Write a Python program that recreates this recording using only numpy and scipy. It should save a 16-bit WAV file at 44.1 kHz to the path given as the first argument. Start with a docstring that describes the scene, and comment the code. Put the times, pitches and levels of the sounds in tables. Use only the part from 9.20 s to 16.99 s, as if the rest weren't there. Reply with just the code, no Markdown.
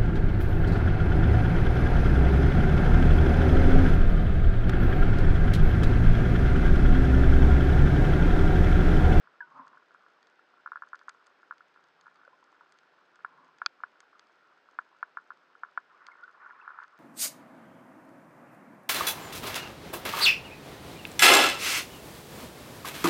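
"""Reef from a camera housing

The microphone hangs over a reef inside a waterproof housing, in a soft, muffled hiss of water.
Right beside it the rig knocks on the housing and rebounds; shrimp snap near and far, one so close
that the shell rings. Bubbles plink, water swishes past the case, and near the end small bubbles
gurgle along it. Underneath, the current hums in the case and the electronics whine faintly."""
import sys
import numpy as np
from scipy import signal
from scipy.fft import rfft, irfft, next_fast_len
from scipy.io import wavfile
from scipy.ndimage import uniform_filter1d

SR = 44100
rng = np.random.default_rng(int(sys.argv[2]) if len(sys.argv) > 2 else 0)


def to_wav(sig):
    """Store sig (one row per channel, or 1-D mono) as 16-bit WAV at the path in sys.argv[1].

    Samples outside -1..1 are clipped; the rate is SR.
    """
    pcm = np.clip(np.atleast_2d(sig), -1, 1) * 32767
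    pcm = np.round(pcm).astype(np.int16)
    wavfile.write(sys.argv[1], SR, pcm.T)  # frames by channels


N = 343539

# what the housing passes of a knock to the microphone: f/Hz, gain/dB
HOUSING_RESPONSE = [(60, -60.5), (300, -49.5), (520, -37), (720, -15), (850, -18), (1020, -4), (1200, -5.5),
                    (1410, 3.5), (1700, -4), (1950, -28), (2200, -21), (2650, -41.5), (3350, -41.5),
                    (4500, -72)]


def from_db(db):
    """Decibels to gain."""
    return 10 ** (np.asarray(db) / 20)


def unit(x):
    """Scales to rms 1."""
    return x / np.sqrt(np.mean(x ** 2) + 1e-20)


def colour_at(points, hz):
    """Reads rows of f/Hz, level/dB on a log-frequency axis."""
    f, db = np.transpose(points)
    return np.interp(np.log(hz + 1), np.log(f), db)


def level_of(rows):
    """A gain curve from rows of t/s, level/dB, fading to silence outside them."""
    s, db = np.transpose(rows)
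    t = np.arange(N) / SR
    gate = uniform_filter1d(1. * ((t > s[0]) & (t < s[-1])), size=900)
    return from_db(np.interp(t, s, db)) * gate


def add(mix, s, sound):
    """Mixes a sound in at time s."""
    part = mix[max(round(s * SR), 0):][:len(sound)]
    part += sound[:len(part)]


def drift(per_s):
    """A smooth random curve of rms 1 that changes about per_s times a second."""
    size = next_fast_len(N)
    hz = np.fft.rfftfreq(size, 1 / SR)
    spectrum = rfft(rng.standard_normal(size)) * np.exp(-(hz / per_s) ** 2)
    return unit(irfft(spectrum, size)[:N])


def scatter(per_s, spread_db):
    """Random impulses, most of them small."""
    count = max(int(per_s * N / SR), 1)
    where, sign, chance = rng.random((count, 3)).T
    size = from_db(spread_db * np.minimum(-np.log(1 - chance), 4))
    return np.bincount((where * N).astype(int), size * np.sign(sign - .5), N)


def path_ripple(hz, step_hz=350):
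    """A random ripple over frequency: every path through the water differs."""
    knots = np.arange(0, SR / 2, step_hz)
    return np.interp(hz, knots, rng.standard_normal(size=512)[:len(knots)])


def resonate(x, hz, width_hz):
    """A resonance applied twice, for steep skirts."""
    b, a = signal.iirpeak(hz, hz / (1.5 * width_hz), fs=SR)
    return signal.lfilter(b, a, signal.lfilter(b, a, x))


def wall(x, dead_hz=1590, width_hz=120):
    """The housing wall barely moves in one narrow band and keeps it from the microphone."""
    return signal.lfilter(*signal.iirnotch(dead_hz, dead_hz / width_hz, fs=SR), x)


def housing_click(colour, tint_db, lag_s=0, swell_s=0):
    """A click of peak 1 inside the case; lag_s lets the treble lead, swell_s delays the main ring."""
    size = len(tint_db) * 2 - 2
    hz = np.fft.rfftfreq(size, 1 / SR)
    rolloff_db = 30 * np.log2(np.maximum(hz / colour[-1][0], 1))
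    db = colour_at(colour, hz) + tint_db - rolloff_db
    log_gain = np.log(from_db(np.maximum(db, -105)))
    minimum_phase = -signal.hilbert(np.r_[log_gain, log_gain[-2:0:-1]]).imag[:len(hz)]
    delay_s = .0005 + lag_s / (1 + (hz / 5800) ** 6) + swell_s / (1 + ((hz - 1350) / 550) ** 2)
    phase = minimum_phase - 2 * np.pi * (np.cumsum(delay_s) - delay_s[0]) * hz[1]
    fade = np.minimum(np.arange(size) / 20, 1) ** 2 * (1 - np.linspace(0, 1, size) ** 2) ** 2
    click = wall(irfft(np.exp(log_gain + 1j * phase))) * fade
    return click / abs(click).max()


def water_hiss(level_db=-66, ring_hz=1200, waver_db=4.5, floor_db=-101):
    """Steady noise of open water all around; the band in which the housing rings wavers."""
    # the water's spectrum at the microphone: f/Hz, relative level/dB
    spectrum = [(25, -40.5), (70, -24.5), (120, -20.5), (190, -10), (380, -1.5), (850, -2), (1020, -1),
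                (1200, -1), (1420, 4), (2000, -6.5), (3400, -13), (4800, -18.5), (6600, -28), (9800, -46)]
    hz = np.fft.rfftfreq(N, 1 / SR)
    noise = unit(irfft(rfft(rng.standard_normal(N)) * from_db(colour_at(spectrum, hz)), N))
    ringing = resonate(noise, ring_hz, width_hz=390) * (from_db(waver_db * drift(per_s=18)) - 1)
    return from_db(level_db) * (noise + ringing) + from_db(floor_db) * rng.standard_normal(N)


def camera_whine():
    """Thin, slightly wavering tones of the electronics next to the microphone."""
    # pitch of each tone: f/Hz
    pitches = [5160, 7825, 7885]
    # unsteadiness and strength of each tone: waver/Hz, level/dB
    tones = [(18, -92), (5, -108), (5, -106)]
    out = np.zeros(N)
    for centre_hz, (waver_hz, db) in zip(pitches, tones):
        hz = centre_hz + waver_hz * drift(per_s=40)
        out += from_db(db) * unit(np.sin(2 * np.pi * np.cumsum(hz) / SR))
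    return out


def current_drone(hz=160, width_hz=30):
    """The current keeps the lowest resonance of the case humming."""
    # the current drumming on the case: t/s, level/dB
    drumming = [(0, -86), (1.2, -99), (2.2, -98), (2.7, -83.5), (3.4, -92), (3.7, -91.5), (4.25, -82.5),
                (4.6, -99), (7.79, -95.5)]
    return unit(resonate(rng.standard_normal(N), hz, width_hz)) * level_of(drumming)


def snap(loss_db_per_octave, size=1024):
    """One collapsing cavity, heard through the shell and tilted above 4 kHz."""
    # what the housing passes of a snap: f/Hz, gain/dB
    response = [(60, -40), (600, -18.5), (1400, 8), (2000, 2), (2850, -9), (3400, 0), (3900, -9.5),
                (4600, 1.5), (5500, -9), (6450, -0.5), (7300, -10.5), (8800, -13), (10200, -38.5),
                (15000, -47.5)]
    hz = np.fft.rfftfreq(size, 1 / SR)
    treble_loss_db = loss_db_per_octave * np.log2(np.maximum(hz / 4000, 1))
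    return housing_click(response, 2.5 * path_ripple(hz) - treble_loss_db, lag_s=0.00064)


def shrimp(gain_db=3, far_db=-85, echo_db=-9):
    """Snaps close by, each with a quick echo off the rig, over a crackle from far across the reef."""
    # near snaps: t/s, peak before gain_db/dB, treble loss/(dB per octave)
    near_snaps = [(0.4793, -52.5, 7), (1.028, -53.5, 8), (1.07, -52.5, 11), (1.687, -56.5, 4),
                  (1.755, -50, 7), (1.7913, -51.5, 12), (1.893, -40.5, 0.5), (2.0676, -52, -2),
                  (2.381, -53.5, 12), (2.6394, -58, 7), (2.8105, -52, 7), (2.957, -58, 8),
                  (3.2403, -58.5, 2), (3.5221, -53, -2), (3.5868, -52, 6), (3.9568, -54.5, 3),
                  (4.3846, -53.5, 6), (4.8037, -46, -0.5), (4.994, -44, 9), (6.8665, -39, 11.5),
                  (7.037, -51, 21), (7.636, -51.5, 18), (7.6793, -57, 8)]
    near = np.zeros(N)
    for s, db, treble_loss in near_snaps:
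        click = from_db(db + gain_db) * snap(treble_loss)
        add(near, s, click)
        add(near, s + rng.uniform(0.00169, .003), from_db(echo_db) * click)
    far = sum(signal.oaconvolve(scatter(per_s=5, spread_db=3.5), snap(loss_db_per_octave=3))[:N]
              for _ in range(8))
    return near + from_db(far_db) * unit(far)


def thud(pitch_hz, softness, narrow_db=22, sag=0.93, size=2048):
    """One touch on the housing; a soft one rings only a band centred a little below pitch_hz."""
    hz = np.fft.rfftfreq(size, 1 / SR)
    ripple_db = 1.8 * path_ripple(hz)
    octaves_off = np.log2((hz + 1) / (sag * pitch_hz))
    band_db = -np.minimum(narrow_db * octaves_off ** 4, 20)
    return housing_click(HOUSING_RESPONSE, softness * (ripple_db + band_db), swell_s=0.00093)


def patter(level_db=-70):
    """Faint ticks of the rig and of drifting grit on the case, at seven pitches."""
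    ticks = sum(signal.oaconvolve(scatter(per_s=7, spread_db=4), thud(hz, softness=0.85))[:N]
                for hz in np.geomspace(700, 1700, num=7))
    return from_db(level_db) * unit(ticks)


def rig_knocks(hard_db=-22, soft_range_db=6, lead_s=.0009,
               rebound_s=.0135, throw_s_per_db=0.3, rebound_hz=1470, settle_db=-17):
    """The rig taps the housing, rebounds and settles; strong blows are harder and so wider in band."""
    # blows right beside the microphone: t/s, peak/dB, pitch/Hz, rebound relative to the blow/dB
    blows = [(.072, -43.5, 1300, -17), (.47, -43.5, 1410, -13), (.572, -42.5, 1500, -15),
             (.746, -41.5, 1430, -11), (1.192, -48, 1500, -15), (1.46, -27.5, 1324, -4),
             (1.518, -27, 1340, -9.5), (1.557, -27.5, 1360, -6.5), (1.621, -28, 1330, -7.5),
             (1.731, -27.5, 1400, -5.5), (1.813, -43, 1470, -8), (1.882, -28.5, 1360, -11),
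             (2.23, -45, 1400, -15), (2.309, -27, 1420, -9), (2.406, -43, 1460, -17),
             (2.56, -46.5, 1330, -7), (2.866, -40.5, 1250, -3), (3.077, -43, 1330, -15),
             (3.408, -44, 1340, -14), (4.047, -23, 1350, -19), (4.417, -22, 1390, -22),
             (4.636, -22, 1390, -25), (5.588, -19.5, 1410, -24), (5.828, -20, 1440, -24),
             (5.971, -23.5, 1400, -12), (6.104, -30, 1280, -8.5), (6.434, -23.5, 1400, -14),
             (6.5754, -18, 1413, -18.5), (6.885, -34.5, 1350, -9), (7.078, -39, 1390, -4.5),
             (7.307, -37.5, 1290, -12), (7.477, -28.5, 1420, -7.5), (7.504, -35, 1360, -5.5),
             (7.587, -29.5, 1230, -6), (7.628, -37, 1480, -2.5)]
    out = np.zeros(N)
    for s, peak_db, pitch_hz, rebound_db in blows:
        flight_s = rebound_s + throw_s_per_db * max(peak_db - hard_db, 0)  # hard blows throw it farther
        touches = [(peak_db, pitch_hz),
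                   (peak_db + rebound_db, rebound_hz),
                   (peak_db + rebound_db + settle_db, rebound_hz)]
        for k, (db, hz) in enumerate(touches):
            softness = np.clip((hard_db - db) / soft_range_db, 0, 1)
            add(out, s - lead_s + k * flight_s, from_db(db) * thud(hz, softness))
    return out


def rig_ring(x, wet_db=-19, ring_hz=1380, t60_s=.1):
    """The rig keeps shivering briefly after each blow."""
    t = np.arange(SR // 4) / SR
    tail = rng.standard_normal(len(t)) * np.exp(-np.log(1000) * t / t60_s) * (t > .004)
    wet = signal.oaconvolve(resonate(x, ring_hz, width_hz=1200), tail / np.linalg.norm(tail))[:N]
    return x + from_db(wet_db) * wet


def bubbles(glide_s=0.016, wobble=0.017):
    """Each bubble rings as a dying sine whose pitch wobbles and slides as it settles."""
    # single bubbles outside the wall: t/s, peak/dB, first f/Hz, last f/Hz, rise/s, t60/s
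    plinks = [(0.2047, -28, 1648, 1500, 0.002, 0.089), (0.2053, -45, 983, 957, 0.0011, 0.14),
              (2.866, -54.5, 930, 940, 0.0013, 0.044), (3.049, -46.5, 1515, 1560, .002, 0.038),
              (3.076, -50.5, 553, 520, 0.0028, 0.024), (3.129, -51.5, 1026, 1050, 0.0017, 0.063),
              (3.409, -52.5, 964, 1030, 0.00087, 0.052), (6.915, -50, 2145, 2100, 0.0026, 0.046),
              (7.026, -38.5, 1353, 1570, 0.013, 0.052), (7.412, -54, 2650, 2440, .003, .025)]
    out, t = np.zeros(N), np.arange(SR // 4) / SR
    for s, db, first_hz, last_hz, rise_s, t60_s in plinks:
        glide_hz = last_hz + (first_hz - last_hz) * np.exp(-(t / glide_s) ** 2)
        hz = glide_hz * (1 + wobble * drift(per_s=290)[:len(t)])
        swell = (1 - np.exp(-(t / rise_s) ** 2)) * np.exp(-np.log(1000) * t / t60_s)
        add(out, s, from_db(db) * swell / swell.max() * np.sin(2 * np.pi * np.cumsum(hz) / SR))
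    return wall(out)


def swish(gain_db=-2, band_hz=(125, 1900)):
    """Fluttering flow stirs the low resonances of the case; the swish carries little treble."""
    # water brushing past the case, one list a pass: t/s, level before gain_db/dB
    passes = [
        [(.27, -63), (.33, -57.5), (.37, -46.5), (.40, -44.5), (.44, -56), (.49, -59.5), (.53, -58), (.58, -68),
         (.66, -84)],
        [(4.08, -62), (4.17, -62), (4.22, -59.5), (4.29, -63.5), (4.38, -75)],
    ]
    # resonances of the case: f/Hz, width/Hz, relative level/dB
    modes = [(154, 32, -15.5), (258, 29, -9.5), (626, 87, -13), (1067, 172, 6), (1240, 180, -8.5)]
    flow = rng.standard_normal(N) * from_db(1.5 * drift(per_s=110))
    muffled = signal.sosfilt(signal.butter(3, band_hz, "bandpass", fs=SR, output="sos"), flow)
    body = sum(from_db(db) * unit(resonate(muffled, hz, width_hz)) for hz, width_hz, db in modes)
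    return from_db(gain_db) * unit(body) * sum(level_of(rows) for rows in passes)


def crack(at_s=4.4604, peak_db=-12):
    """A snap so close that the whole housing rings with it."""
    # the ringing shell: f/Hz, relative level/dB
    spectrum = [(100, -65), (500, -40), (1000, -17), (1420, 2), (2050, -25), (2450, -8.5), (2850, -29.5),
                (3380, -9), (3750, -23.5), (4500, -3.5), (5800, -26), (6400, -20.5), (8300, -56.5),
                (15000, -71.5)]
    out = np.zeros(N)
    add(out, at_s, from_db(peak_db) * housing_click(spectrum, tint_db=np.zeros(513), lag_s=0.0012))
    return out


def gurgle(gain_db=-1, t60_s=0.031, rise_s=0.0006, colour_share=0.75):
    """Small bubbles of many sizes run together; the housing favours those near its own pitch."""
    # two waves of bubbles along the case: t/s, level before gain_db/dB
    waves = [(6.68, -65.5), (6.89, -55), (7.09, -58.5), (7.12, -65.5), (7.17, -55.5), (7.30, -50),
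             (7.35, -54), (7.63, -51), (7.67, -69), (7.79, -65)]
    pops, t = np.zeros(N), np.arange(2048) / SR
    clumps = from_db(1.5 * drift(per_s=45))
    for hz in np.geomspace(880, 2900, num=20):
        chirp = np.sin(2 * np.pi * hz * t * (1 + rng.uniform(-0.71, 5.3) * t))
        blip = chirp * (1 - np.exp(-t / rise_s)) * np.exp(-np.log(1000) * t / t60_s)
        births = scatter(per_s=55, spread_db=2.5) * clumps
        housing_gain = from_db(colour_share * colour_at(HOUSING_RESPONSE, hz))
        pops += housing_gain * signal.oaconvolve(births, blip)[:N]
    return from_db(gain_db) * unit(wall(pops)) * level_of(waves)


def scene():
    """The reef from one microphone inside the housing."""
    contacts = rig_ring(rig_knocks() + patter() + gurgle())
    events = contacts + crack() + shrimp() + bubbles() + swish()
    return (events + current_drone() + water_hiss() + camera_whine())[None]


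def record(dry, edge_hz=15500):
    """The recorder's band limit."""
    lowpass = signal.firwin(511, edge_hz, window=("kaiser", 9), fs=SR)
    return signal.oaconvolve(dry, lowpass[None], "same")


dry = scene()
out = record(dry)
to_wav(out)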